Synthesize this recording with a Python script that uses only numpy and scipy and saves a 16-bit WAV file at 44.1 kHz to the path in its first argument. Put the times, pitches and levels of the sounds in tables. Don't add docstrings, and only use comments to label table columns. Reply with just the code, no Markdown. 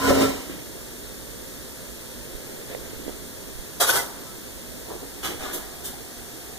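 import sys
import numpy as np
from scipy import signal
from scipy.fft import rfft, irfft
from scipy.io import wavfile

SR = 44100
rng = np.random.default_rng(int(sys.argv[2]) if len(sys.argv) > 2 else 0)


def dump_mix(stems):
    frames = np.atleast_2d(stems).T
    limited = np.clip(frames, -1, 1)
    pcm = np.round(limited * 32767).astype(np.int16)
    wavfile.write(sys.argv[1], SR, pcm)


N = 290178
T = np.arange(N) / SR
F = np.maximum(np.fft.rfftfreq(N, 1 / SR), 1)
SECOND = T[:SR]
PORT_LAG_S = .000392

# frequency in Hz, relative level in dB.
FIZZ_COLOUR = [(20, -11), (35, -12), (55, 4.5), (85, -7), (170, -3.5), (260, -3.5), (480, -3.5), (750, -11),
               (1050, -12), (1700, -12.5), (2700, -13.5), (8000, -13), (15000, -15)]
# pitch in Hz, level in dB before the phone moves, level in dB after.
PUMP_PARTIALS = [(58, -63, -71), (121, -67.5, -75), (244, -56, -56.5), (289.4, -64, -71.5),
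                 (351, -59.5, -58), (450, -65, -64), (528, -56, -68), (587, -61.5, -74), (642, -61.5, -67),
                 (701, -66, -58.5), (764, -73, -63.5)]
# hardest push in seconds, rise and fade time constants in
# seconds, then the drive in dB of the grit, of the rumble and of the upper modes.
SHOVES = [(.055, 0.09, 0.066, -24.5, -27, -20), (0.1, 0.041, 0.026, -19, -16.5, -20),
          (.155, 0.032, 0.032, -23, -17, -45), (0.219, 0.044, 0.059, -20, -19.5, -25.5)]
# frequency in Hz, relative level in dB.
DRAG_COLOUR = [(25, -19), (80, -7.5), (150, -3), (260, -8), (380, -3.5), (600, -3), (800, -8.5),
               (1300, -13), (2200, -12.5), (4500, -18), (7000, -18), (11000, -25), (15000, -22.5)]
# pitch in Hz, relative level in dB, t60 in seconds, wobble in radians.
BODY_MODES = [(220, -8, .2, 0.47), (270.5, 5.5, 0.18, 0.24), (408, -4, 0.2, 0.42), (434.5, -3.5, .25, 0.38),
              (543, -5, 0.3, 0.41), (569, 0, 0.37, .35), (961, -8.5, 0.71, 0.33), (1019, -7, 0.56, .4),
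              (1334, -9, 0.46, 0.38), (1455, -20, .19, .45), (1627, -14.5, 0.29, 0.33),
              (1780, -14, 0.43, 0.81), (2140, -12, .35, 0.59), (3730, -28, .3, 0.88)]
# middle in seconds, half length in seconds,
# level in dB, pitch in Hz, glide in Hz per second.
SQUEAKS = [(.055, 0.061, -25, 1018, -300), (.06, 0.046, -29, 1455, 100), (.1, 0.029, -25, 1328, -200),
           (.117, 0.014, -10, 549, 600), (.2, .02, -22.5, 629, 0), (0.228, 0.044, -33, 3665, -300),
           (.25, 0.024, -26, 1345, 100), (3.812, 0.01, -26, 695, 300), (3.83, 0.017, -22.5, 1420, 1500),
           (3.898, 0.0059, -13.5, 1490, 1200), (3.937, 0.018, -24, 1527, 800),
           (3.976, 0.012, -31, 1530, 300), (3.995, 0.023, -31, 2020, 200),
           (4.297, 0.032, -45.5, 1310, -100), (5.255, .022, -39, 3390, -400)]
# start in seconds, strength in dB.
GLASS_TAPS = [(0.1082, -2), (0.2129, -10), (4.913, -23), (4.932, -31), (5.0366, -25), (5.049, -29),
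              (5.554, -23)]
# pitch in Hz, relative level in dB, t60 in seconds.
PANE_MODES = [(295, -19, 0.13), (450, -9, 0.019), (594, -17, 0.019), (990, -25, 0.024)]
# middle in seconds, half length in seconds,
# level in dB, chatter pitch in Hz, chatter against the rub in dB.
FINGER_RUBS = [(0.51, 0.045, -37, 275, 1), (0.601, 0.025, -41, 560, -5), (2.498, 0.35, -45, 480, -1),
               (2.722, 0.034, -37, 510, -2), (2.957, 0.2, -43.5, 295, -3), (3.084, 0.033, -39.5, 398, 1),
               (4.912, 0.031, -40.5, 950, 10), (4.927, 0.04, -35, 430, 12), (5.035, 0.016, -38, 392, 15),
               (5.296, 0.063, -35, 366, -4), (5.544, 0.043, -37, 334, 6), (5.943, 0.012, -41.5, 724, 0)]
# frequency in Hz, relative level in dB.
FINGER_COLOUR = [(60, -4), (180, 0), (330, -2), (560, -5), (900, -14.5), (2000, -8.5), (4000, -16),
                 (12000, -49)]
# start in seconds, level in dB.
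HAND_BUMPS = [(2.345, -25), (2.96, -31.5), (3.55, -29), (3.59, -26)]
# start in seconds, level in dB, pitch in Hz, nail tick in dB.
CASE_KNOCKS = [(2.749, -15.5, 504, -20), (2.771, -27, 400, -48), (2.9335, -21.5, 400, -48),
               (3.0661, -23, 390, -48), (3.08, -15.5, 402, -46), (3.094, -19.5, 410, -48)]
# start in seconds, rise in seconds, fade time constant in seconds,
# level in dB, tilt in dB per octave, then surface ring, thud and edge in dB against the grit.
SCRAPE_STROKES = [(3.799, 0.02, 0.034, -13.5, 2.5, -12, -21.5, -21),
                  (3.863, 0.036, 0.036, -16.5, 2.5, -16, -27, -18),
                  (3.922, 0.046, 0.041, -18.5, 2, -10, -16, -24),
                  (5.228, 0.028, 0.051, -25.5, 0.5, -40, -25, -10.5),
                  (5.39, 0.049, 0.14, -31.5, -1.3, -32, -13, -17),
                  (5.524, 0.023, 0.038, -23.5, 9, -24, -25, -17.5),
                  (5.838, 0.024, 0.037, -27.5, 5, -23, -16, -15.5)]
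# frequency in Hz, relative level in dB.
GRIT_COLOUR = [(60, -2), (250, -12), (550, 4.5), (1000, 3), (2000, 2), (3500, -3), (5000, -2.5),
               (8000, -4.5), (15000, -9.5)]
# centre in Hz, width in Hz, relative level in dB.
SURFACE_RESONANCES = [(433, 240, 0), (585, 260, -0.5), (710, 154, -8), (818, 240, -2.5), (975, 350, -2),
                      (1236, 360, 2.5), (1430, 290, -2), (1720, 330, -4)]
# frequency in Hz, weight of the right
CROSS_FEED = [(61, 3.11, -2.58), (195, 0.69, -0.32), (408, 0.39, -0.84), (675, 0.93, 0.68),
              (1560, 0.14, 0.41), (2040, 0.48, 0.17), (2536, 0.78, 0.43), (3050, 0.37, 0.31),
              (3500, 0.76, 0.21), (5640, 0.19, 0.11), (8100, 0.23, 0.26), (11100, 0.28, 0.25),
              (15000, 0.56, 0.61)]
# frequency in Hz, left over right in dB.
STEREO_LEAN = [(60, -8.5), (110, -9), (200, -1.5), (500, -3), (740, 2.5), (1100, -0.7), (15000, 0)]


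def undb(db):
    return 10 ** (np.asarray(db) / 20)


def unit(x):
    return x / np.sqrt(np.mean(x ** 2))


def add(out, x, start):
    first = int(start * SR)
    x = x[..., max(-first, 0):]
    part = out[:, max(first, 0):][:, :x.shape[-1]]
    part += x[..., :part.shape[1]]


def along_hz(table, axis=1, at=F):
    rows = np.array(table, float)
    return np.interp(np.log(at), np.log(rows[:, 0]), rows[:, axis])


def shape(x, response):
    size = x.shape[-1]
    hz = np.maximum(np.fft.rfftfreq(size, 1 / SR), 1)
    return unit(irfft(rfft(x) * response(hz), size))


def colour(x, table, tilt_db=0):
    return shape(x, lambda f: undb(along_hz(table, at=f) + tilt_db * np.log2(f)))


def resonate(x, hz, width_hz):
    return shape(x, lambda f: 1 / (1 + 1j * (f ** 2 - hz ** 2) / (f * width_hz)) ** 2)


def walk(rate, size=N):
    steps = rng.standard_normal(2048)
    return 1.22 * np.interp(T[:size] * rate, np.arange(len(steps)), steps)


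def grains(rate, spread_db, size=SR):
    strength = rng.choice([-1, 1], (2, size)) * undb(spread_db * rng.uniform(-0.9, 1, (2, size)))
    return unit(strength * (rng.random((2, size)) < rate / SR))


def reflect(x, share_db, fade_s, count=40):
    lags = fade_s * rng.exponential(size=(count, 2))
    echoes = np.zeros(x.shape)
    echoes[[0, 1], (lags * SR).astype(int)] = rng.standard_normal((count, 2)) / np.sqrt(count)
    return shape(x, lambda f: 1 + undb(share_db) * rfft(echoes))


def room(x, wet_db, t60_low, t60_high):
    noise = rng.standard_normal((2, SR))
    low = signal.sosfilt(signal.butter(2, 1800, fs=SR, output="sos"), noise)
    decay = -np.log(1000) * SECOND
    tail = low * np.exp(decay / t60_low) + (noise - low) * np.exp(decay / t60_high)
    tail *= 1 - np.exp(-SECOND / 0.011)
    tail /= np.sqrt(np.sum(tail ** 2, axis=1, keepdims=True))
    return x + undb(wet_db) * signal.fftconvolve(x, tail, axes=1)[:, :N]


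def ring(hz, t60):
    return np.sin(2 * np.pi * hz * SECOND) * np.exp(-np.minimum(np.log(1000) * SECOND / t60, 20))


def bubbles(low_hz, high_hz, cycles, count):
    out, t = np.zeros((2, N + SR)), T[:SR // 8]
    for when, pitch, _, side in rng.random((count, 4)):
        hz = low_hz * (high_hz / low_hz) ** pitch
        life = t * hz / cycles
        note = np.sin(2 * np.pi * cycles * life * (1 + 0.28 * life)) * np.exp(-np.log(1000) * life)
        pan = [np.cos(2 * np.pi * side), np.sin(2 * np.pi * side)]
        add(out, np.outer(pan, note), when * N / SR)
    return unit(out[:, :N])


def pump(moved):
    out = np.zeros((2, N))
    for hz, before_db, after_db in PUMP_PARTIALS:
        level = undb(before_db * (1 - moved) + after_db * moved + 1.2 * walk(5))
        drift = .7 * np.array([walk(5), walk(5)])
        out += np.sqrt(2) * level * np.sin(2 * np.pi * hz * T + drift)
    return out


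def aquarium(move_s=5.07, move_ease_s=0.38):
    pops = reflect(grains(rate=26000, spread_db=9, size=N), share_db=-11, fade_s=.004)
    fizz = colour(pops, FIZZ_COLOUR) * undb(-38.0 + 0.056 * walk(3.0))
    churn = signal.sosfiltfilt(signal.butter(2, 650, fs=SR, output="sos"), fizz)
    hum_swell = undb(-54.5) * resonate(rng.standard_normal((2, N)), hz=718, width_hz=160)
    gurgle = undb(-50.0) * bubbles(low_hz=234.4, high_hz=535, cycles=32.0, count=1100)
    moved = (1 + np.tanh((T - move_s) / move_ease_s)) / 2
    nearness = undb(0.9 * (1 - moved) - moved)
    return fizz - churn + nearness * (churn + gurgle) + pump(moved) + moved * hum_swell


def shove(peak_s, rise_s, fade_s):
    since = SECOND - peak_s
    return np.exp(np.minimum(since / rise_s, -since / fade_s))


def pushes():
    each = []
    for s, rise, fade, grit_db, rumble_db, ring_db in SHOVES:
        push = shove(s, rise, fade)
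        rumble = shove(s + 0.002, rise, fade) ** 1.05
        each.append([undb(grit_db) * push, undb(rumble_db) * rumble, undb(ring_db) * push])
    return np.linalg.norm(each, axis=0)


def drag(jerk_hz=105, crossover_hz=750):
    grit, rumble, upper_drive = pushes()
    slip_phase = np.cumsum(jerk_hz * undb(3.0 * walk(90, SR))) / SR % 1
    jerks = unit(1.9 + np.exp(-slip_phase / 0.12))
    crunch = grains(rate=12000, spread_db=3.5) * jerks
    rasp = colour(reflect(crunch, share_db=-1.5, fade_s=.006), DRAG_COLOUR)
    thud = signal.sosfiltfilt(signal.butter(2, crossover_hz, fs=SR, output="sos"), rasp)
    rub = np.zeros((2, N))
    add(rub, rumble * thud + grit * (rasp - thud), 0)
    out = room(rub, wet_db=-7.5, t60_low=0.69, t60_high=0.94)
    for hz, mode_db, t60, wobble in BODY_MODES:
        push = rumble if hz < crossover_hz else upper_drive
        sustain = np.exp(-2 * np.log(1000) / (t60 * SR))
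        energy = signal.lfilter([1 - sustain], [1, -sustain], push ** 2)
        swing = np.sqrt(energy) * undb(5 * wobble * walk(60, SR))
        jog = wobble * np.array([walk(50, SR), walk(50, SR)]) + rng.uniform(0, 2 * np.pi, (2, 1))
        add(out, undb(mode_db - 3.5) * swing * np.sin(2 * np.pi * hz * SECOND + jog), 0)
    return out


def squeaks():
    out, t = np.zeros((2, N)), SECOND - .5
    port_phase = np.array([[0], [np.pi / 2]])
    for middle, half, db, hz, glide in SQUEAKS:
        pressure = np.exp(-np.minimum((t / half) ** 2, 20)) * undb(2.0 * walk(147, SR))
        jog = .5 * np.array([walk(110, SR), walk(110, SR)])
        phase = 2 * np.pi * (hz * t + glide * t ** 2 / 2)
        add(out, undb(db) * pressure * np.sin(phase + jog + port_phase), middle - .5)
    return room(out, wet_db=-16, t60_low=0.77, t60_high=0.75)


def finger():
    out = np.zeros((2, N))
    knock = sum(undb(db) * ring(hz, t60) for hz, db, t60 in PANE_MODES)
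    for start, db in GLASS_TAPS:
        add(out, undb(db) * knock, start)
    for middle, half, db, chatter_hz, chatter_db in FINGER_RUBS:
        pressure = np.exp(-np.minimum(((SECOND - .5) / half) ** 2, 20))
        stutter = grains(rate=1200, spread_db=5.5)
        chatter = undb(chatter_db) * resonate(stutter, chatter_hz, width_hz=330)
        slide = unit(colour(stutter, FINGER_COLOUR) + chatter)
        add(out, undb(db) * pressure * slide, middle - .5)
    return room(out, wet_db=-8.5, t60_low=0.72, t60_high=0.45)


def handling(attack_cycles=0.36, far_port_db=-13):
    out = np.zeros((1, N))
    for start, db in HAND_BUMPS:
        add(out, undb(db) * ring(hz=34.0, t60=0.16), start)
    for start, db, hz, nail_db in CASE_KNOCKS:
        age = np.minimum(SECOND * hz / attack_cycles, 30)
        knock = age * np.exp(1 - age) * np.sin(2 * np.pi * hz * SECOND)
        add(out, undb(db) * knock + undb(nail_db) * ring(hz=1960, t60=0.006), start)
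    left = -undb(far_port_db) * np.roll(out[0], int(PORT_LAG_S * SR))
    return np.array([left, out[0]])


def scrapes():
    out = np.zeros((2, N))
    for start, rise, fade, db, tilt_db, ring_db, thud_db, edge_db in SCRAPE_STROKES:
        speed = np.minimum(SECOND / rise, 1) ** 0.57 * np.exp(-np.maximum(SECOND - rise, 0) / fade)
        crackle = reflect(grains(rate=7500, spread_db=7), share_db=3, fade_s=.005)
        grit = colour(crackle, GRIT_COLOUR, tilt_db)
        surface = unit(sum(undb(peak_db) * resonate(crackle, hz, width)
                           for hz, width, peak_db in SURFACE_RESONANCES))
        thud = undb(thud_db) * resonate(crackle, hz=255, width_hz=660)
        edge = undb(edge_db) * resonate(crackle, hz=3360, width_hz=1140)
        add(out, undb(db) * speed * (grit + undb(ring_db) * surface + thud + edge), start)
    return room(out, wet_db=-15.0, t60_low=1.0, t60_high=0.46)


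def widen(ports):
    left, other = rfft(ports)
    late = np.exp(-2j * np.pi * F * PORT_LAG_S)
    diffuse = 0.11 * np.sinc(2 * F * PORT_LAG_S)
    likeness = diffuse - along_hz(CROSS_FEED, axis=1) * late - along_hz(CROSS_FEED, axis=2) / late
    likeness /= np.maximum(1, abs(likeness) / .999)
    right = np.conj(likeness) * left + np.sqrt(1 - abs(likeness) ** 2) * other
    lean = undb(along_hz(STEREO_LEAN) / 2)
    return irfft(np.array([left * lean, right / lean]), N)


def scene():
    airborne = aquarium() + drag() + scrapes() + squeaks() + finger()
    return widen(airborne) + handling()


def record(dry):
    return signal.sosfilt(signal.ellip(10, .2, 80, 15450, fs=SR, output="sos"), dry)


dry = scene()
out = record(dry)
dump_mix(out)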